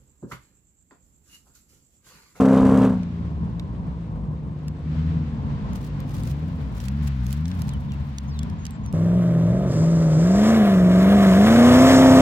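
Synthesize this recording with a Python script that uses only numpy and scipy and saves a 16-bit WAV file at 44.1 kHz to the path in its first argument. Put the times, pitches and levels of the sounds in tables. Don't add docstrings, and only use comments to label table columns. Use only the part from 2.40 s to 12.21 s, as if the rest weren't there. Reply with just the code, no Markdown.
import sys
import numpy as np
from scipy import signal
from scipy.fft import rfft, irfft, next_fast_len
from scipy.io import wavfile
from scipy.ndimage import uniform_filter1d, map_coordinates

SR = 44100
rng = np.random.default_rng(int(sys.argv[2]) if len(sys.argv) > 2 else 0)


def put_to_file(sound):
    columns = np.atleast_2d(sound).T
    safe = np.clip(columns, -1, 1)
    whole_steps = np.round(safe * 32767)
    wavfile.write(sys.argv[1], SR, whole_steps.astype(np.int16))


N = 432621

# frequency in Hz, relative level in dB per Hz.
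HISS_COLOUR = [(1500, -18), (2200, 4.5), (3600, 6), (6500, -21.5)]


def gain_of(db):
    return 10 ** (np.asarray(db) / 20)


def evened(x):
    return x / np.sqrt(np.mean(x ** 2) + 1e-20)


def read(points, hz):
    f, value = np.transpose(points)
    return np.interp(np.log(hz + 1), np.log(f + 1), value)


def controls(rows):
    s, *columns = np.transpose(rows)
    t = np.arange(s[0], s[-1], 1 / SR)
    return t, [np.interp(t, s, c) for c in columns]


def wander(t, per_s):
    f = np.geomspace(per_s / 20, per_s, 16)[:, None]
    coarse = t[::128]
    waves = np.sin(2 * np.pi * (f * coarse + rng.random(f.shape)))
    return np.interp(t, coarse, evened(waves.sum(0)))


def coloured(points, size):
    spectrum = rfft(rng.standard_normal(2 * next_fast_len(size // 2 + 1)))
    hz = np.linspace(0, SR / 2, len(spectrum))
    return evened(irfft(spectrum * gain_of(read(points, hz)))[:size])


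def add(mix, s, sound, lag, pan_db=0., fade=.01):
    index = np.arange(len(sound))
    edge = np.minimum(index, index[::-1]) / (fade * SR)
    sound = sound * np.minimum(edge + .01, 1)
    for side, late in enumerate((max(lag, 0), max(-lag, 0))):
        part = mix[side, round(s * SR + late):][:len(sound)]
        part += sound[:len(part)] * gain_of(pan_db * (.5 - side))


def exhaust(t, cycle_hz, orders_db, pipe, unsteady_db, smear, count):
    turns, out, power = np.cumsum(cycle_hz) / SR + .26, 0, 0
    for k in range(2, count):
        pipe_db = np.interp(t, t[::128], read(pipe, k * cycle_hz[::128]))
        level = gain_of(orders_db[k % 8] + pipe_db)
        drift = smear * k / 8 * wander(t, 25)
        low_k = min(k, 9)
        beat = .7 * (1 + (k > 9)) * (k % 2) + .04 * low_k * (2 * k - low_k)
        waver = gain_of(unsteady_db * wander(t, 12))
        out = out + level * waver * np.cos(2 * np.pi * k * turns + drift + beat)
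        power = power + level ** 2 / 2
    return out / np.sqrt(power), turns


def puffs(turns, depth, uneven_db):
    firing = 8 * turns
    number = firing.astype(int)
    cylinder = rng.standard_normal(8)[number % 8]
    chance = rng.standard_normal(int(firing[-1]) + 1)[number]
    size = gain_of(uneven_db * (cylinder + chance))
    puff = 1 - depth + depth * np.exp(-(firing % 1) / .5)
    return evened(uniform_filter1d(size * puff, size=60))


def leaving(mix):
    # time in seconds, engine cycles a second.
    revs = [(0, 32.9), (.45, 32.8), (.7, 28.5), (1.6, 28.3), (1.8, 25.6), (2.45, 25), (3.05, 22.5),
            (3.3, 27), (3.6, 23.7), (4.1, 25.3), (4.45, 21)]
    orders_db = [4.5, -6.5, -24, -7, -29, -8, 3.5, -6.5]
    far_orders_db = [-4.5, -16, 2, 4.5, 5, -11, 7.5, -7]
    # frequency in Hz, relative level in dB.
    pipe = [(30, -58), (130, -10), (200, -6), (265, -3.5), (350, -18.5), (430, -3.5), (720, -14),
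            (810, -18), (1050, -16), (1400, -25), (4800, -45.5), (7500, -42.5), (15500, -55.5)]
    # frequency in Hz, relative level in dB.
    far_pipe = [(60, -21), (160, 4.5), (240, -6.5), (340, -17.5), (480, -25.5), (700, -33.5)]
    # start in seconds, length in seconds, mean level in dB.
    scrabbles = [(0.164, 0.045, -47.5), (0.405, .09, -53)]
    lift_s, lift_db_per_s, far_db = 0.45, -110, -34.5

    t, (hz,) = controls(revs)
    drive_db = np.minimum(-15 + lift_db_per_s * (t - lift_s), -15)
    note, turns = exhaust(t, hz, orders_db, pipe, unsteady_db=0.5, smear=0.096, count=11)
    far, _ = exhaust(t, hz, far_orders_db, far_pipe, unsteady_db=2.5, smear=0.14, count=26)
    far_end = np.minimum((t[-1] - t) / .4, 1)
    upper_pipe = [(f, db - 40 * (f < 340)) for f, db in pipe]
    upper, _ = exhaust(t[:SR], hz[:SR], np.zeros(8), upper_pipe, unsteady_db=2.5, smear=.13, count=54)
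    roar = coloured(upper_pipe, len(t)) * puffs(turns / 4, 0.64, uneven_db=1.5)
    roar *= .5 * gain_of(1.285 * np.maximum(drive_db, far_db) - 3.0)
    engine = gain_of(drive_db - 1.1) * note + gain_of(far_db) * far * far_end + roar
    add(mix, t[0], engine, 1, .6, fade=.0005)
    add(mix, t[0], gain_of(1.377 * drive_db[:SR] - 5.5) * -upper, 1, -.5, fade=.0005)
    for s, length, db in scrabbles:
        size = round(length * SR)
        scrape = gain_of(db + 2.6 * wander(t[:size], 213))
        add(mix, s, scrape * coloured(HISS_COLOUR, size), 1)


def coming(mix):
    # time in seconds, firings a second.
    gears = [
        [(6.535, 160), (6.78, 179), (6.98, 164), (7.1, 176), (7.24, 194), (7.32, 165)],
        [(7.32, 158), (7.55, 167), (7.76, 154), (7.9, 185), (8.05, 216), (8.13, 228), (8.3, 195), (8.42, 179),
         (8.62, 186), (8.75, 204), (8.95, 185), (9.1, 227), (9.33, 248), (9.48, 263), (9.65, 262), (9.81, 260)],
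    ]
    orders_db = [-23.5, -3.5, -13.5, -1, -3.5, -1, -10, -16]
    # frequency in Hz, relative level in dB.
    pipe = [(20, -38), (70, -1), (250, -0.5), (450, -4.5), (690, 1.5), (810, -11.5), (1250, -10),
            (2500, -29), (6000, -56)]
    # level in dB against the bark, before the pipe.
    overtones_db = [-3, -9.5]
    # time in seconds, engine rasp in dB (before its mixing gains),
    # dirt and gravel off the tyres in dB.
    upper_layers = [(6.539, -52.5, -59.5), (7.26, -50.5, -58), (7.32, -49, -46.5), (7.7, -49, -49.5),
                    (8.08, -33.5, -39), (8.21, -35.5, -50), (8.42, -40.5, -51), (8.87, -32.5, -44),
                    (8.96, -33.5, -44), (9.07, -29.5, -40.5), (9.49, -26.5, -33.5), (9.81, -27.5, -36)]
    # frequency in Hz, relative level in dB per Hz.
    rasp_colour = [(700, -17), (1000, 1.5), (1250, 2), (1400, -4), (1650, -1), (2200, -6), (2800, -26)]
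    grit_colour = [(3000, -8.5), (5000, 8.5), (8000, 5.5), (11500, -23), (15500, -23)]
    # time in seconds, delay in samples.
    crossing = [(7.7, 4), (8.4, 5.5)]
    eases_s, shift_s, bites_s, shift_db = 7.02, 7.31, 7.42, -9.5

    for rows in gears:
        t, (hz,) = controls(rows)
        hz = uniform_filter1d(hz, size=2600, mode="nearest")
        near_s, above_cruise_hz = t - 6.72, hz - 170
        note_db = -20.5 + 2.96 * near_s - 0.0045 * above_cruise_hz
        bark_db = -34 + 4.5 * near_s + 0.031 * above_cruise_hz
        easing_db = np.interp(t, [eases_s, shift_s, bites_s], [0, shift_db, 0])
        note_db = note_db + easing_db
        bark_db = bark_db - 0.046 * easing_db * (t < shift_s)

        orders, turns = exhaust(t, hz / 8, orders_db, pipe, unsteady_db=1.8, smear=.1, count=31)
        firing = 16 * np.pi * turns + 0.2 * wander(t, 30)
        note = np.cos(firing)
        for k, db in enumerate(overtones_db, 2):
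            note += gain_of(bark_db - note_db + db + read(pipe, k * hz)) * np.cos(k * firing)
        note *= np.sqrt(2) * gain_of(note_db + .9 * wander(t, 30))
        roar = coloured(pipe, len(t)) * puffs(turns, .7, uneven_db=1.5)
        engine = note + gain_of(bark_db) * orders + gain_of(bark_db - 6) * roar

        s, rasp_db, grit_db = np.transpose(upper_layers)
        rasp = gain_of(np.interp(t, s, rasp_db) + wander(t, 11)) * puffs(turns, 0.63, uneven_db=0.9)
        engine += gain_of(1.5) * rasp * coloured(rasp_colour, len(t))
        add(mix, t[0], engine, 4, .2, fade=.002)

        hiss = gain_of(-5.5) * rasp
        grit = gain_of(np.interp(t, s, grit_db) + wander(t, 25))
        direct, left, right = (
            hiss * coloured(HISS_COLOUR, len(t)) + grit * coloured(grit_colour, len(t)) for path in range(3))
        delay = np.interp(t, *np.transpose(crossing))
        late = map_coordinates(direct, [np.arange(len(t)) - delay], order=5)
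        mix[:, round(t[0] * SR):][:, :len(t)] += [late + left / 3, direct + right / 3]


def blipping(mix):
    # time in seconds, firings a second.
    revs = [(0, 133), (.5, 118), (.68, 85), (1.04, 72), (1.2, 53), (1.55, 66), (1.7, 51), (1.95, 62),
            (2.46, 78), (2.68, 82), (3.3, 68), (3.75, 44.5), (4.1, 90), (4.33, 52), (4.6, 75), (4.85, 60),
            (5.13, 92.4), (5.28, 70), (5.9, 69.5), (6.15, 84), (6.53, 60)]
    # start in seconds, end in seconds, mean note level in dB.
    throttle = [(0.036, 0.56, -29.5), (0.702, 1.104, -35), (2.47, 2.885, -28.5), (3.796, 4.287, -32),
                (4.446, 5.166, -29), (5.22, 6.173, -34)]
    coasting_db, throttle_lag_s = -39.5, 0.21

    t, (hz,) = controls(revs)
    note_db = coasting_db
    for start, end, db in throttle:
        opening = np.clip(np.minimum(t - start, end - t) / throttle_lag_s + .5, 0, 1)
        note_db = note_db + (db - coasting_db) * opening
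    over_db = 1.562 * note_db + 17.0 - 0.071 * np.maximum(hz - 88, 0)
    turn = 2 * np.pi * np.cumsum(hz * (1 + 0.01 * wander(t, 20))) / SR
    note = gain_of(note_db + 1.4 * wander(t, 15)) * np.cos(turn)
    for k in range(2, 6):
        fall_db = .11 * hz * (k - 2) + .14 * np.maximum(k * hz - 240, 0)
        note += gain_of(over_db - fall_db + 2 * wander(t, 13)) * np.cos(k * turn + k)
    add(mix, t[0], np.sqrt(2) * note, -5, 1.2)


def drone(mix):
    t, (hz, level_db) = controls([(6.56, 98, -28.5), (6.97, 129, -27), (7.07, 106, -23.5), (7.22, 148, -30),
                                  (7.48, 87, -29)])
    turn = 2 * np.pi * np.cumsum(hz) / SR
    level = np.sqrt(2) * gain_of(level_db + 2 * wander(t, 22))
    add(mix, t[0], level * np.cos(turn), 2, fade=0.022)


def snap(t60):
    t = np.arange(600) / SR
    top_hz = rng.uniform(5000, 15400) * 0.91
    burst = rng.standard_normal(600) * gain_of(-60 * t / t60)
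    band = signal.butter(2, [1800, top_hz], "bandpass", fs=SR, output="sos")
    sound = signal.sosfilt(band, burst)
    return sound / abs(sound).max()


def grass(mix):
    # start in seconds, peak in dB before a 3 dB lift.
    snaps = [(0.633, -42), (1.1964, -34.5), (2.282, -34.5), (3.3328, -39.5), (3.6032, -40), (3.835, -36.5),
             (4.4019, -36), (4.4836, -36), (4.8663, -36), (4.928, -29.5), (5.0557, -34.5), (5.0813, -35),
             (5.115, -34.5), (5.219, -33.5), (5.2914, -34), (5.3358, -40), (5.5199, -37), (5.784, -26),
             (5.9909, -31), (6.0317, -34), (6.099, -42), (6.2531, -31.5), (6.2659, -32.5), (6.3078, -38),
             (6.4617, -41.5), (6.5266, -38)]
    # start in seconds, length in seconds, mean level in dB.
    rustles = [(3.301, 3.1, -69), (3.326, 0.18, -57.5), (3.657, 0.31, -54), (4.331, 0.18, -54.5),
               (4.619, 0.079, -50), (4.82, 0.18, -54.5), (5.03, 0.31, -60)]
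    # frequency in Hz, relative level in dB per Hz.
    rustle_colour = [(1500, 0.5), (5000, -0.5), (10000, -6.5), (15500, -7)]

    for s, db in snaps:
        add(mix, s, gain_of(db + 3.0) * snap(0.012), rng.integers(-18, 18), rng.normal(-1, 4.9), fade=.0001)
    for s, length, db in rustles:
        size = round(length * SR)
        flutter = gain_of(db + 5 * wander(np.arange(size) / SR, 150)) * signal.windows.tukey(size, .4)
        mix[:, round(s * SR):][:, :size] += flutter * [coloured(rustle_colour, size) for side in range(2)]


def bird(mix):
    # start in seconds, length in seconds, start pitch in Hz, end pitch in Hz, end level in dB.
    whistles = [(5.305, .055, 4300, 3050, -53), (5.485, .065, 3900, 2600, -55),
                (5.875, .15, 6800, 3450, -55), (6.18, .075, 7200, 6400, -61), (6.3, .07, 8000, 7400, -61),
                (6.43, .07, 7200, 5700, -59)]
    for s, length, start_hz, end_hz, db in whistles:
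        left = 1 - np.arange(round(length * SR)) / (length * SR)
        hz = end_hz + (start_hz - end_hz) * left ** 2.2 + 60 * wander(left * length, 300)
        whistle = np.sin(2 * np.pi * np.cumsum(hz) / SR)
        add(mix, s, np.sqrt(2) * gain_of(db - 3.94 * left) * whistle, 4, 1.5, fade=0.0079)


def field(mix):
    # frequency in Hz, relative level in dB per Hz.
    wash_colour = [(20, -34.5), (60, -3.5), (225, -8), (340, -29), (780, -32), (1050, -26.5), (1400, -48),
                   (9000, -110)]
    # time in seconds, mean level in dB before the gain of each port.
    breeze = [(0, -53.5), (1.2, -60.5), (1.9, -65.5), (2.4, -60), (2.55, -53), (3.1, -56), (4.9, -54),
              (6.53, -58)]
    # frequency in Hz, relative level in dB per Hz.
    breeze_colour = [(800, 8.5), (1500, 9.5), (4000, -0.5), (8500, -16.5), (12000, -71)]

    swell = gain_of(-34.5 + 2.8 * wander(np.arange(N) / SR, 5.8))
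    add(mix, 0, swell * coloured(wash_colour, N), -13, 1.1)
    mix += gain_of(-7.5) * swell * np.array([coloured(wash_colour, N) for side in range(2)])
    t, (hiss_db,) = controls(breeze)
    hiss = gain_of(hiss_db + 1.2 * wander(t, 12))
    port_gain = gain_of([[4.5], [2.5]])
    mix[:, :len(t)] += hiss * port_gain * [coloured(breeze_colour, len(t)) for side in range(2)]


def scene():
    mix = np.zeros((2, N))
    for add_source in (leaving, coming, blipping, drone, grass, bird, field):
        add_source(mix)
    return mix


def record(dry):
    held = 1.22 * np.tanh(dry / 1.016)
    band_limit = signal.firwin(511, 16150, window=("kaiser", 9), fs=SR)  # low-pass, edge in Hz
    return signal.oaconvolve(held, band_limit[None], "same")


dry = scene()
out = record(dry)
put_to_file(out)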